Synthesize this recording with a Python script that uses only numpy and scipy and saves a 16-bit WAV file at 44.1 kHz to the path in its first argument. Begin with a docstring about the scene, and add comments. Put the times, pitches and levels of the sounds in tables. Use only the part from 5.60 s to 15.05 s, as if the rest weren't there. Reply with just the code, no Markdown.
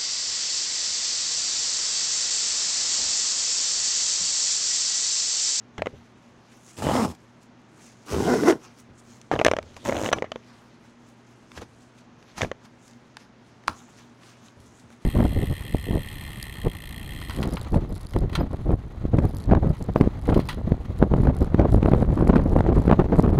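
"""A cardboard mailer is torn open by hand on a table, close up in a small quiet room with a faint hum.
First, a few snaps and table bumps; hands and board brush lightly from here on. Pulls at 1.2 s and 2.5 s
rip across the flutes: rough panel buzz, fizz of fibres. Near 3.8 s the flap gives way in sharp snaps.
A third pull at 4.2 s ends with a metallic ping. Scuffs and paper ticks follow; at 8.1 s the flap slaps
open, then light handling continues."""
import sys
import numpy as np
from scipy import signal
from scipy.fft import rfft, irfft, next_fast_len
from scipy.io import wavfile
from scipy.ndimage import uniform_filter1d

SR = 44100
rng = np.random.default_rng(int(sys.argv[2]) if len(sys.argv) > 2 else 0)


def to_wav(s):
    """Save 16-bit WAV."""
    ch = np.atleast_2d(s).T  # columns
    pcm = np.round(np.clip(ch, -1, 1) * 32767)  # PCM
    wavfile.write(sys.argv[1], SR, pcm.astype(np.int16))


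N = 416744
TIME_S = np.arange(N) / SR

# Spectra. Each row: frequency in Hz, relative density in dB.
AIR_SPECTRUM = [(15, -34), (25, -20), (91, -12), (113, -10.5), (209, -6), (240, 0.5), (267, -8),
                (359, -9.5), (482, -14.5), (782, -15.5), (848, -15.5), (1410, -19.5), (2360, -25),
                (4600, -33), (6500, -34), (7800, -48), (10900, -56), (15500, -88)]
CRACK_SPECTRUM = [(500, -24.5), (1100, 5), (1400, 0.5), (1650, 6), (1900, 7), (2200, 3.5), (2600, -1),
                  (3050, -0.5), (3450, -3), (3850, -5), (4600, -15), (5400, -11.5), (6500, -9),
                  (8500, -23.5), (11500, -32), (15500, -45)]  # cracking fibres
BUMP_SPECTRUM = [(25, -10), (45, -23), (80, 8), (130, -11.5), (250, -12), (500, -15.5), (1500, -47),
                 (5000, -68)]  # mailer on table
BRUSH_SPECTRUM = [(300, -2), (1000, 9.5), (2500, 6), (4200, 2), (6400, 3.5), (8000, -6), (11000, -10.5),
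                  (15500, -24)]  # paper on paper
SKIN_SPECTRUM = [(1500, -18), (4500, -5.5), (6800, 2.5), (8500, -3), (11000, -9), (12300, -19),
                 (15500, -20)]  # fingers on the smooth face
RUB_SPECTRUM = [(300, -26), (800, -1), (1200, 1), (1500, -4.5), (1900, -15), (2600, -11), (6000, -32)]  # edge on panel
PANEL_SPECTRUM_1 = [(26, -46), (45, -24), (76, 3.5), (190, -4.5), (230, -1.5), (322, -5.5), (520, -10.5),
                    (753, -17), (848, -8.5), (939, -16), (1270, -16), (1560, -28.5), (2000, -30.5),
                    (2400, -39), (3380, -64), (5720, -120)]  # board, pulls 1-3
PANEL_SPECTRUM_2 = [(26, -49), (45, -18), (71, -8), (172, 0), (204, -1), (328, -1), (437, 0), (536, -13.5),
                    (680, -15), (834, -18), (1040, -14.5), (1250, -26.5), (1460, -16), (1700, -28.5),
                    (2060, -24.5), (2250, -38), (2600, -35), (3380, -65), (5720, -120)]
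PANEL_SPECTRUM_3 = [(26, -16), (45, -12), (80, 3), (158, -5.5), (317, 2.5), (430, -7.5), (564, -3.5),
                    (766, -9.5), (923, -9.5), (1300, -15.5), (2600, -23.5), (3380, -55), (5720, -120)]
FIZZ_SPECTRUM_1 = [(1410, -31), (2400, -4), (3010, -4.5), (3920, -6.5), (5120, -5.5), (6080, -6.5),
                   (7620, -4.5), (15500, -22)]  # tearing fibres, pulls 1-3
FIZZ_SPECTRUM_2 = [(1410, -28), (2400, -5.5), (4480, -4.5), (5240, -2.5), (6320, -2), (11800, -14.5),
                   (15500, -21)]
FIZZ_SPECTRUM_3 = [(1410, -18), (2400, -7), (3740, -6), (4590, -11.5), (6620, -2), (9700, -16.5),
                   (14800, -22), (15500, -25)]

# Mains hum. Each row: frequency in Hz, level in dB.
HUM_PARTIALS = [(120, -61), (238, -63)]
# Fibre bundles snapping. Each row: start in seconds, thud level in dB, panel pitch in Hz,
# crack level in dB, crack decay in seconds, ring of the torn edge in Hz.
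SNAPS = [(0.18, -41.5, 870, -37.5, .005, 3320), (0.194, -39.5, 710, -44, 0.0077, 1700),
         (0.2207, -23, 647, -30, 0.0017, 3900), (0.259, -34, 644, -35.5, 0.0026, 1250),
         (0.2694, -25, 524, -35.5, 0.0016, 2190), (1.223, -33, 700, -47, 0.0018, 1200),
         (1.252, -35, 650, -42, .002, 3100), (1.268, -23.5, 600, -36, 0.0056, 3100),
         (1.2891, -24.5, 545, -39, .003, 3100), (1.296, -25, 700, -39, .002, 3100),
         (1.353, -23.5, 700, -41, .003, 1200), (1.365, -27, 640, -35.5, .002, 3300),
         (2.5415, -31.5, 900, -46, .002, 2200), (2.6075, -30, 480, -51, .002, 2200),
         (2.7397, -22, 680, -43, 0.0025, 1450), (2.835, -23, 483, -40, .003, 2000),
         (2.8853, -19, 484, -36, .002, 1600), (2.899, -22.5, 695, -27, .0015, 1550),
         (2.9077, -26, 624, -31.5, .0014, 1990), (2.924, -26, 497, -38, 0.0018, 2000),
         (3.7146, -19, 777, -30.5, 0.011, 1700), (3.737, -22, 484, -31.5, 0.0058, 1700),
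         (3.7545, -34, 800, -40, .0012, 3300), (3.7617, -25.5, 615, -39, 0.002, 1900),
         (3.791, -26.5, 700, -29, 0.0015, 2900), (3.7974, -22.5, 468, -33, .0024, 2600),
         (3.8143, -17, 663, -30, 0.002, 2400), (3.8478, -19.5, 414, -17.5, 0.0017, 1700),
         (3.859, -20.5, 634, -31, .0015, 2300), (3.8643, -11.5, 604, -18, 0.002, 1950),
         (3.8829, -17.5, 640, -24.5, 0.0011, 1600), (3.914, -19.5, 534, -24.5, 0.0017, 2800),
         (3.9356, -20.5, 654, -33, 0.0013, 2400), (3.9665, -29.5, 580, -33, 0.0012, 2900),
         (3.987, -24.5, 636, -35, 0.0018, 2300), (4.2583, -32.5, 960, -37.5, .002, 6500),
         (4.2945, -21.5, 550, -33, 0.0037, 1900), (4.3237, -24.5, 644, -33, .0015, 2400),
         (4.353, -31, 740, -40, .002, 1600), (4.3665, -29, 584, -35, 0.002, 3200),
         (4.384, -34, 600, -44, .002, 2300), (4.435, -33, 620, -42, .002, 6800),
         (4.4608, -31, 510, -30.5, 0.0015, 3000), (4.489, -25.5, 517, -33.5, .0012, 2200),
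         (4.5168, -26.5, 614, -40, 0.0033, 3400), (4.5275, -28, 710, -26.5, 0.0022, 7800),
         (4.5315, -20, 614, -23.5, .0024, 3200), (4.585, -33.5, 467, -39.5, .0018, 3000),
         (4.623, -23, 520, -32.5, 0.0018, 2000), (4.643, -31.5, 634, -43.5, 0.015, 1900),
         (4.7184, -31.5, 655, -33.5, 0.0016, 2900), (4.7587, -32, 498, -43, 0.0009, 2000),
         (5.976, -42, 507, -42.5, 0.0066, 1700), (6.019, -38, 520, -58, .003, 3200),
         (6.026, -42, 480, -54, .002, 2200), (6.809, -30, 694, -33.5, 0.004, 4300),
         (6.8173, -35, 736, -23.5, 0.0013, 3500), (6.8318, -24.5, 520, -31.5, 0.0022, 1700),
         (6.847, -29.5, 660, -40, 0.0021, 2400), (6.9153, -28.5, 540, -35.5, 0.0014, 2600),
         (7.569, -51.5, 895, -46, .003, 4500)]
# Table bumps. Each row: start in seconds, level in dB, decay in seconds.
BUMPS = [(.182, -33, 0.045), (.33, -40.5, 0.036), (2.53, -28.5, 0.098), (3.29, -49, 0.054),
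         (3.715, -34, 0.065), (3.86, -37.5, 0.15), (4.529, -43, 0.1), (5.975, -40, 0.046),
         (6.82, -24, 0.029), (8.082, -38.5, 0.033), (8.97, -49.5, 0.089), (9.239, -49, 0.038)]
# Light strokes. Each row: peak time in seconds, length in seconds, nominal level in dB, skin share 0-1.
STROKES = [(0.36, 0.27, -61, 0), (0.694, 0.49, -65.5, 0.14), (1.1, 0.16, -52, 0.85), (1.6, 0.39, -65, 0.1),
           (1.833, 0.029, -58, 0.72), (2.266, 0.16, -53.5, 0.47), (2.43, 0.089, -59, 0.2),
           (0.927, 0.17, -60.5, 0), (3.045, 0.16, -52, 0), (3.195, 0.05, -52.5, 0.8),
           (3.393, 0.038, -59.5, 1), (3.538, 0.15, -55.5, 0.63), (4.208, 0.25, -53.5, 0),
           (4.936, 0.32, -56.5, 0), (5.133, .09, -63, 0), (5.267, 0.078, -60, 0.03),
           (5.485, 0.095, -61.5, 0.55), (5.72, 0.3, -65, 0.3), (5.933, 0.17, -61.5, 0.35),
           (6.22, 0.25, -63, 0.3), (6.39, 0.047, -54.5, 0.14), (6.69, 0.13, -57, 0),
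           (7.047, 0.076, -59.5, 0.15), (7.274, 0.11, -57, 0.5), (7.47, 0.27, -66, 0.12),
           (7.618, 0.054, -54.5, 0), (7.887, 0.19, -63, 0), (8.19, 0.16, -57.5, 0.4),
           (8.405, 0.15, -54.5, 0.2), (8.695, 0.17, -54, 0.05), (8.858, 0.077, -55.5, 0.3),
           (9.053, 0.12, -58.5, 0.66), (9.198, 0.11, -57.5, .6), (9.326, 0.056, -58.5, 0.34),
           (9.43, 0.077, -61.5, 0.4)]
# Hand force, one curve a pull. Each row: time in seconds, panel level in dB, fizz level in dB.
PULL_LEVELS = [
    [(1.16, -65, -58), (1.186, -36, -42.5), (1.218, -36, -49), (1.226, -29.5, -39), (1.258, -25.5, -40.5),
     (1.36, -22, -37), (1.41, -21, -39.5), (1.452, -22, -38.5), (1.47, -31, -49.5), (1.514, -37, -49.5),
     (1.54, -48, -66), (1.56, -64, -51)],
    [(2.45, -62, -58), (2.524, -29, -38.5), (2.558, -26, -43.5), (2.605, -23.5, -41.5),
     (2.645, -27.5, -40.5), (2.685, -19, -39.5), (2.746, -18.5, -38), (2.784, -26, -42),
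     (2.855, -22, -41.5), (2.885, -12, -32), (2.908, -14.5, -34.5), (2.942, -31, -55), (2.99, -48, -73)],
    [(4.22, -59, -61), (4.236, -54, -70), (4.248, -36.5, -43), (4.29, -24, -39.5), (4.31, -31, -46.5),
     (4.336, -30.5, -46.5), (4.468, -28, -39.5), (4.51, -43, -51)],
]
# Tear speed, one curve a pull. Each row: time in seconds, flutes per second, freed panel's ring in Hz.
PULL_SPEEDS = [
    [(1.22, 119, 800), (1.255, 139, 846), (1.3, 162, 900), (1.335, 220, 850), (1.35, 244, 800),
     (1.425, 225, 1150), (1.48, 82, 1000)],
    [(2.5, 94.5, 900), (2.6, 91.7, 900), (2.64, 125, 780), (2.69, 250, 720), (2.745, 230, 690),
     (2.81, 117, 760), (2.88, 346, 623), (2.92, 305, 430), (2.96, 121, 430)],
    [(4.22, 100, 600), (4.28, 109, 560), (4.345, 70, 600), (4.4, 112, 540), (4.43, 94, 480),
     (4.47, 120, 560)],
]
# A slow tear stumbles, a fast one runs evenly. Each row: flutes per second, unevenness 0-1.
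UNEVEN_BY_SPEED = [(105, .6), (232, .2)]
# Narrow rasp. Each row: top speed so far in flutes per second, pitch in Hz, level in dB re fizz.
RASP_BY_SPEED = [(80, 2900, -26), (120, 3000, -20), (140, 3030, -5), (215, 3100, -6), (239, 5250, -10),
                 (339.8, 5560, -10)]
# Paper edge ticks. Each row: start in seconds, peak in dB, centre in Hz.
TICKS = [(2.018, -51, 500), (3.615, -33.5, 6340), (3.879, -24, 3600), (4.028, -34.5, 2300),
         (4.166, -30, 2560), (5.9177, -34, 2780), (6.627, -41, 2980), (7.279, -42, 6500),
         (7.311, -43, 6000), (7.334, -42, 5000), (7.5694, -28, 3600), (8.038, -40.5, 2200),
         (8.0765, -27, 4000), (8.635, -40, 4000), (8.8843, -40, 4000), (9.003, -47, 7500),
         (9.068, -44, 7000), (9.199, -46, 7500), (9.304, -40, 1800)]
# Edge rubs. Each row: peak time in seconds, half-width in seconds, level in dB.
RUBS = [(2.19, 0.023, -59), (3.05, .03, -53), (2.5, 0.028, -44.5), (2.55, 0.03, -38.5), (5.015, .08, -64),
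        (8.218, .02, -57), (8.291, 0.011, -54), (8.68, 0.054, -62), (8.86, 0.057, -65)]
# Board scuffs. Each row: peak time, rise and fall in seconds, hiss level in dB, body level in dB.
SCUFFS = [(3.729, 0.005, 0.024, -42.5, -21.5), (3.81, .025, 0.043, -52, -40),
          (4.168, 0.0029, 0.011, -47, -39.5), (4.575, 0.038, 0.019, -49, -31.5),
          (5.977, 0.017, 0.015, -41.5, -45), (6.017, 0.0041, 0.016, -46, -41),
          (6.782, 0.0091, 0.017, -34, -38.5), (6.82, 0.0088, .026, -38, -36),
          (7.055, 0.0096, 0.0085, -50.5, -54), (8.093, 0.0067, 0.014, -48, -36),
          (8.39, 0.018, .03, -52.5, -57)]
# Modes of a small metal object and of the flap. Each row: frequency in Hz, gain in dB, T60 in seconds.
METAL_PING_MODES = [(1150, -19.5, 0.048), (1406, -16.5, 0.042), (1685, -21, 0.044), (2310, -32, 0.11),
                    (2550, -27, .04), (5970, -21.5, 0.042)]
FLAP_MODES = [(850, -29, 0.0035), (1105, -1, 0.01), (1320, -5, 0.011)]
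# Room decay. Each row: frequency in Hz, T60 in seconds.
ROOM_T60 = [(150, 0.39), (600, 0.28), (2000, 0.17), (6000, 0.27), (14000, 0.41)]


def amp(db):
    """Decibels to gain."""
    return 10 ** (np.asarray(db) / 20)


def unit(x):
    """Scales to rms 1."""
    return x / np.sqrt(np.mean(x ** 2) + 1e-20)


def read(points, hz):
    """Interpolates (Hz, value) points on a log-frequency axis."""
    point_hz, value = np.transpose(points)
    return np.interp(np.log(hz + 1), np.log(point_hz + 1), value)


def add(mix, start_s, sound):
    """Mixes a sound in at start_s."""
    part = mix[max(round(start_s * SR), 0):][:len(sound)]
    part += sound[:len(part)]


def colour(x, spectrum, size=4096):
    """Minimum-phase filter: rings only after each click."""
    log_gain = np.log(amp(read(spectrum, abs(np.fft.fftfreq(size, 1 / SR)))))
    taps = np.fft.ifft(np.exp(np.conj(signal.hilbert(log_gain)))).real
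    return signal.fftconvolve(x, taps[:size // 2])[:len(x)]


def band(x, hz, kind, order=4):
    """Low-pass or high-pass."""
    return signal.sosfilt(signal.butter(order, hz, kind, fs=SR, output="sos"), x)


def resonate(x, hz, width_hz):
    """Unity-gain resonance following the curve hz."""
    turn, pole = np.exp(2j * np.pi * np.cumsum(hz) / SR), np.exp(-np.pi * width_hz / SR)
    return 2 * (turn * signal.lfilter([1 - pole], [1, -pole], x / turn)).real


def wander(n, per_s):
    """Random drift, rms 1."""
    knots = rng.standard_normal(4096)
    return unit(np.interp(np.arange(n) * per_s / SR % 4095, np.arange(4096), knots))


def running_rms(x, size=1500):
    """Rms over a sliding window of size samples."""
    return np.sqrt(abs(uniform_filter1d(x ** 2, size)) + 1e-12)


def steady(x, size=1500):
    """Flattens slow level changes, keeps the grain."""
    return x / running_rms(x, size)


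def modes(rows, t):
    """Sum of decaying sines."""
    return sum(amp(db - 60 * t / t60_s) * np.sin(2 * np.pi * hz * t) for hz, db, t60_s in rows)


def fibres(n, per_s, spread_db):
    """Tiny clicks of breaking fibres, a few much larger than the rest."""
    height = amp(spread_db * np.minimum(rng.exponential(1, n), 4))
    return height * rng.choice([-1., 1.], n) * (rng.random(n) < per_s / SR)


def tick(peak_db, hz, decay_s=0.0013, top_hz=8300, size=1300):
    """Brief noise burst in one broad hump; soft paper has little top."""
    burst = rng.standard_normal(size) * np.exp(-np.arange(size) / (decay_s * SR))
    burst[0] += 3  # first contact
    hump = [(hz / 8, -20), (hz / 2.55, -1), (hz, 0), (1.45 * hz, -6), (4 * hz, -20)]
    click = band(colour(burst, hump), top_hz, "low", order=2)
    return amp(peak_db) * click / abs(click).max()


def background(air_db=-54):
    """Room air and a wavering mains hum."""
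    out = amp(air_db) * unit(colour(rng.standard_normal(N), AIR_SPECTRUM))
    for hz, db in HUM_PARTIALS:
        tone = np.sin(2 * np.pi * hz * TIME_S + 0.62 * wander(N, 18))
        out += amp(db) * unit(tone * amp(1.6 * wander(N, 12)))
    return out


def panel_thud(t, hz):
    """The freed panel kicks once and rings briefly; its upper mode differs at each spot."""
    kick = np.exp(-t / 0.00057) * np.sin(2 * np.pi * hz * t)
    ring = np.exp(-t / 0.0035) * (1 - np.exp(-t / 0.00054)) * np.sin(2 * np.pi * 0.976 * hz * t)
    flutter = band(rng.standard_normal(len(t)), 1210, "low")
    flutter *= np.exp(-t / 0.0039) * (1 - np.exp(-t / 0.00062))
    upper_hz = 1.65 * hz * np.exp(0.15 * rng.standard_normal())
    upper = np.exp(-t / 0.0025) * np.sin(2 * np.pi * upper_hz * t)
    thud = band(kick + 0.5 * ring + 0.082 * upper + 0.6 * flutter, 153, "high", order=1)
    return band(thud, 6000, "low", order=2)


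def fibre_crack(t, force_db, decay_s, edge_hz):
    """A break spreads through a bundle; harder breaks reach higher, the torn edge favours one pitch."""
    burst = rng.standard_normal(len(t)) * np.exp(-t / decay_s) * (1 - np.exp(-t / 0.00009))
    hz = np.geomspace(500, 15500, 36)
    tilt_db = -0.696 * np.log2(hz / 2500)
    tilt_db += 0.32 * (force_db + 25) * np.maximum(np.log2(hz / 3500), 0)
    edge_db = 5.5 * np.exp(-(np.log2(hz / edge_hz) / 0.24) ** 2)
    spot_db = 1.2 * rng.standard_normal(len(hz))
    return colour(burst, np.column_stack([hz, read(CRACK_SPECTRUM, hz) + tilt_db + edge_db + spot_db]))


def snaps(size=2646):
    """Fibre bundles crack and release the panel."""
    out, t = np.zeros(N), TIME_S[:size]
    gain = np.sqrt(0.01 * SR / size)  # levels count energy as if spread over 10 ms
    for start_s, thud_db, thud_hz, crack_db, decay_s, edge_hz in SNAPS:
        thud = amp(thud_db) * unit(panel_thud(t, thud_hz))
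        crack = amp(crack_db) * unit(fibre_crack(t, crack_db, decay_s, edge_hz))
        add(out, start_s, gain * (thud * rng.choice([-1, 1]) + crack))
    return out


def bumps():
    """Dull thumps of the mailer against the table."""
    out, t = np.zeros(N), TIME_S[:SR // 2]
    for start_s, db, decay_s in BUMPS:
        rumble = steady(colour(rng.standard_normal(len(t)), BUMP_SPECTRUM))
        add(out, start_s, amp(db) * rumble * np.exp(-t / decay_s))
    return out


def patchy(x, depth_db=3):
    """The contact patch keeps changing, so each band wavers on its own."""
    centres_hz = np.geomspace(1500, 15000, 9)
    spectrum, hz = rfft(x), np.fft.rfftfreq(N, 1 / SR)
    bands = [irfft(spectrum * np.interp(hz, centres_hz, pick), N) for pick in np.eye(len(centres_hz))]
    return unit(sum(part * amp(depth_db * wander(N, 24)) for part in bands))


def brushing(rise_share=0.54, catch_db=-11.5):
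    """Strokes swell and fade: paper gives a broad grain with small catches, skin a thin, high one."""
    paper_power, skin_power = np.zeros((2, N))
    for peak_s, length_s, db, skin_share in STROKES:
        away_s = np.maximum((peak_s - TIME_S) / rise_share, (TIME_S - peak_s) / (1 - rise_share))
        power = (amp(db) * np.exp(-np.minimum(away_s / length_s, 10) ** 0.95)) ** 2
        paper_power += power * (1 - skin_share)
        skin_power += power * skin_share
    scratch = patchy(colour(fibres(N, per_s=4000, spread_db=1.7), BRUSH_SPECTRUM))
    catches = unit(signal.fftconvolve(fibres(N, per_s=50, spread_db=2), tick(0, 3200))[:N])
    whisper = patchy(colour(fibres(N, per_s=9000, spread_db=6), SKIN_SPECTRUM))
    rustle = np.sqrt(paper_power) * (scratch + amp(catch_db) * catches) + np.sqrt(skin_power) * whisper
    glide_hz = 6500 * np.exp(0.25 * wander(N, 9))  # slides with the angle of the hand
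    rustle += 0.35 * resonate(rustle, glide_hz, width_hz=880)
    return rustle * amp(1.4 * wander(N, 40) - 1.06)


def bend(x, delay_at_1khz_s):
    """Bending waves in board carry treble faster than bass."""
    size = next_fast_len(len(x) + 4096)
    khz = np.fft.rfftfreq(size, 1 / SR) / 1000
    return irfft(rfft(x, size) * np.exp(-4000j * np.pi * delay_at_1khz_s * np.sqrt(khz)), size)[:len(x)]


def flex(x, depth_db):
    """As the board bends under the hand, its broad resonances swell and fade one by one."""
    centres_hz = np.geomspace(200, 2400, 9)
    out = x.copy()
    for hz, spacing_hz in zip(centres_hz, np.gradient(centres_hz)):
        peak = resonate(x, hz * np.exp(0.097 * wander(len(x), 15.55)), width_hz=0.62 * spacing_hz)
        out += peak * (amp(depth_db * wander(len(x), 26.16)) - 0.6)
    return out


def panel_buzz(drive, flutes_per_s, ring_hz, spectrum):
    """The jolted panel rings; a slow tear rumbles, a fast one bites and buzzes at the flute rate."""
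    haste = flutes_per_s / 306
    bass = signal.sosfiltfilt(signal.butter(2, 251, fs=SR, output="sos"), drive)
    treble = band(drive, 1500, "high", order=1)
    drive = drive + 0.67 * haste * treble + (0.57 - 1.46 * haste) * bass
    buzz = 0.6 * haste ** 2 * resonate(drive, flutes_per_s, width_hz=80)
    ring = 0.65 * resonate(drive, ring_hz, width_hz=110)
    return steady(colour(flex(drive + buzz + ring, depth_db=3.5), spectrum), size=1300)


def fibre_fizz(grit, spray, flutes_per_s, spectrum, crackle_db=-8.5):
    """Fine fibres fizz, larger bundles crackle; a rasp climbs with the top speed reached."""
    fizz = unit(colour(grit, spectrum))
    rasp_per_s, rasp_hz, rasp_db = np.transpose(RASP_BY_SPEED)
    top_per_s = np.maximum.accumulate(flutes_per_s)
    rasp = unit(resonate(fizz, np.interp(top_per_s, rasp_per_s, rasp_hz), width_hz=290))
    fizz += amp(np.interp(top_per_s, rasp_per_s, rasp_db)) * rasp
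    fizz /= running_rms(band(fizz, 2450, "high"))
    crackle = unit(colour(fibres(len(grit), per_s=130, spread_db=-2) * spray, CRACK_SPECTRUM))
    return fizz + amp(crackle_db) * crackle


def pull(levels, speeds, panel_spectrum, fizz_spectrum, face_share):
    """Each flute gives way with a jolt and a spray of clicks; face_share adds steady tearing between."""
    level_s, panel_db, fizz_db = np.transpose(levels)
    speed_s, speed_per_s, ring_hz = np.transpose(speeds)
    t = np.arange(level_s[0], level_s[-1], 1 / SR)
    n, flutes_per_s = len(t), np.interp(t, speed_s, speed_per_s)
    uneven = np.interp(flutes_per_s, *np.transpose(UNEVEN_BY_SPEED))
    flutes_crossed = np.cumsum(flutes_per_s * np.exp(0.26 * uneven * wander(n, 220))) / SR
    jolts = np.diff(np.floor(flutes_crossed), prepend=0) * amp(2.7 * uneven * rng.standard_normal(n))
    age_s = TIME_S[:n // 8]
    spray_shape = np.exp(-age_s / 0.003) - np.exp(-age_s / 0.001)
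    spray = 0.5 + steady(signal.fftconvolve(jolts, spray_shape)[:n])
    grit = steady(fibres(n, per_s=9000, spread_db=2.5) * (spray + face_share))
    shudder = steady(rng.standard_normal(n) * spray)
    drive = steady(bend(jolts, delay_at_1khz_s=0.0015)) + (0.36 + 2.36 * uneven) * shudder
    panel = panel_buzz(drive, flutes_per_s, np.interp(t, speed_s, ring_hz), panel_spectrum)
    fizz = fibre_fizz(grit, spray, flutes_per_s, fizz_spectrum)
    rip = amp(np.interp(t, level_s, panel_db)) * panel + amp(np.interp(t, level_s, fizz_db)) * fizz
    out = np.zeros(N)
    add(out, t[0], rip * signal.windows.tukey(n, 0.05))
    return out


def edge_ticks():
    """Paper edges tick against each other."""
    out = np.zeros(N)
    for start_s, peak_db, hz in TICKS:
        add(out, start_s, tick(peak_db, hz))
    return out


def rubbing():
    """Short hollow rubs of a cardboard edge on the panel."""
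    level = sum(amp(db) * np.exp(-((TIME_S - peak_s) / width_s) ** 2) for peak_s, width_s, db in RUBS)
    return level * unit(colour(fibres(N, per_s=1700, spread_db=3), RUB_SPECTRUM))


def scuffs():
    """Board slides on board: gritty hiss over low panel noise."""
    hiss_gain, body_gain = np.zeros((2, N))
    for peak_s, rise_s, fall_s, hiss_db, body_db in SCUFFS:
        shape = np.exp(-np.maximum((peak_s - TIME_S) / rise_s, (TIME_S - peak_s) / fall_s))
        hiss_gain += amp(hiss_db) * shape
        body_gain += amp(body_db) * shape
    grit = fibres(N, per_s=5000, spread_db=3)
    body = band(colour(grit, PANEL_SPECTRUM_3), 1260, "low")
    return hiss_gain * unit(colour(grit, BRUSH_SPECTRUM)) + body_gain * unit(body)


def metal_ping(start_s=4.529):
    """A small metal object, perhaps a key or knife, pings brightly as the third pull ends."""
    out = np.zeros(N)
    add(out, start_s, modes(METAL_PING_MODES, TIME_S[:SR // 4]))
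    return out


def flap_slap(start_s=8.0807, echo_s=0.0155, echo_db=-20, tail_db=-42.5, tail_t60_s=0.29):
    """The flap slaps open: hollow pop, echo off a nearby surface, diffuse ring of the open mailer."""
    out, t = np.zeros(N), TIME_S[:SR // 10]
    pop = modes(FLAP_MODES, t) * (1 - np.exp(-t / 0.00077))
    add(pop, 0, tick(peak_db=-10.5, hz=4600, decay_s=0.00085, top_hz=8000))
    add(out, start_s, pop)
    add(out, start_s + echo_s, amp(echo_db) * pop)
    tail = unit(colour(rng.standard_normal(SR // 3), RUB_SPECTRUM))
    add(out, start_s, tail * amp(tail_db - 60 * TIME_S[:len(tail)] / tail_t60_s))
    return out


def room(x, size=22050, reflections_per_s=4000, gap_s=0.006):
    """Small-room reflections, each band dying at its own rate."""
    taps = rng.standard_normal(size) * (rng.random(size) < reflections_per_s / SR)
    hz, t, bands = signal.stft(taps, SR, nperseg=256)
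    tail = signal.istft(bands * amp(-60 * t / read(ROOM_T60, hz)[:, None]), SR, nperseg=256)[1]
    tail[:round(gap_s * SR)] = 0
    return signal.fftconvolve(x, tail / np.linalg.norm(tail))[:N]


def scene():
    """Mono mix; loose paper radiates more widely into the room than the held board."""
    rips = pull(PULL_LEVELS[0], PULL_SPEEDS[0], PANEL_SPECTRUM_1, FIZZ_SPECTRUM_1, face_share=1.3)
    rips += pull(PULL_LEVELS[1], PULL_SPEEDS[1], PANEL_SPECTRUM_2, FIZZ_SPECTRUM_2, face_share=1.5)
    rips += pull(PULL_LEVELS[2], PULL_SPEEDS[2], PANEL_SPECTRUM_3, FIZZ_SPECTRUM_3, face_share=0)
    close = rips + snaps() + scuffs() + bumps() + metal_ping()
    loose = edge_ticks() + flap_slap()
    reflections = room(amp(-23) * close + amp(-14.5) * loose)
    return (close + loose + reflections + brushing() + rubbing() + background())[None]


def record(dry):
    """Soft overload on the largest peaks, then a low-pass."""
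    ceiling, knee, cutoff_hz = 0.88, 3.6, 15900
    limited = dry / (1 + abs(dry / ceiling) ** knee) ** (1 / knee)
    taps = signal.firwin(511, cutoff_hz, window=("kaiser", 9), fs=SR)
    return signal.oaconvolve(limited, taps[None], "same")


dry = scene()
out = record(dry)
to_wav(out)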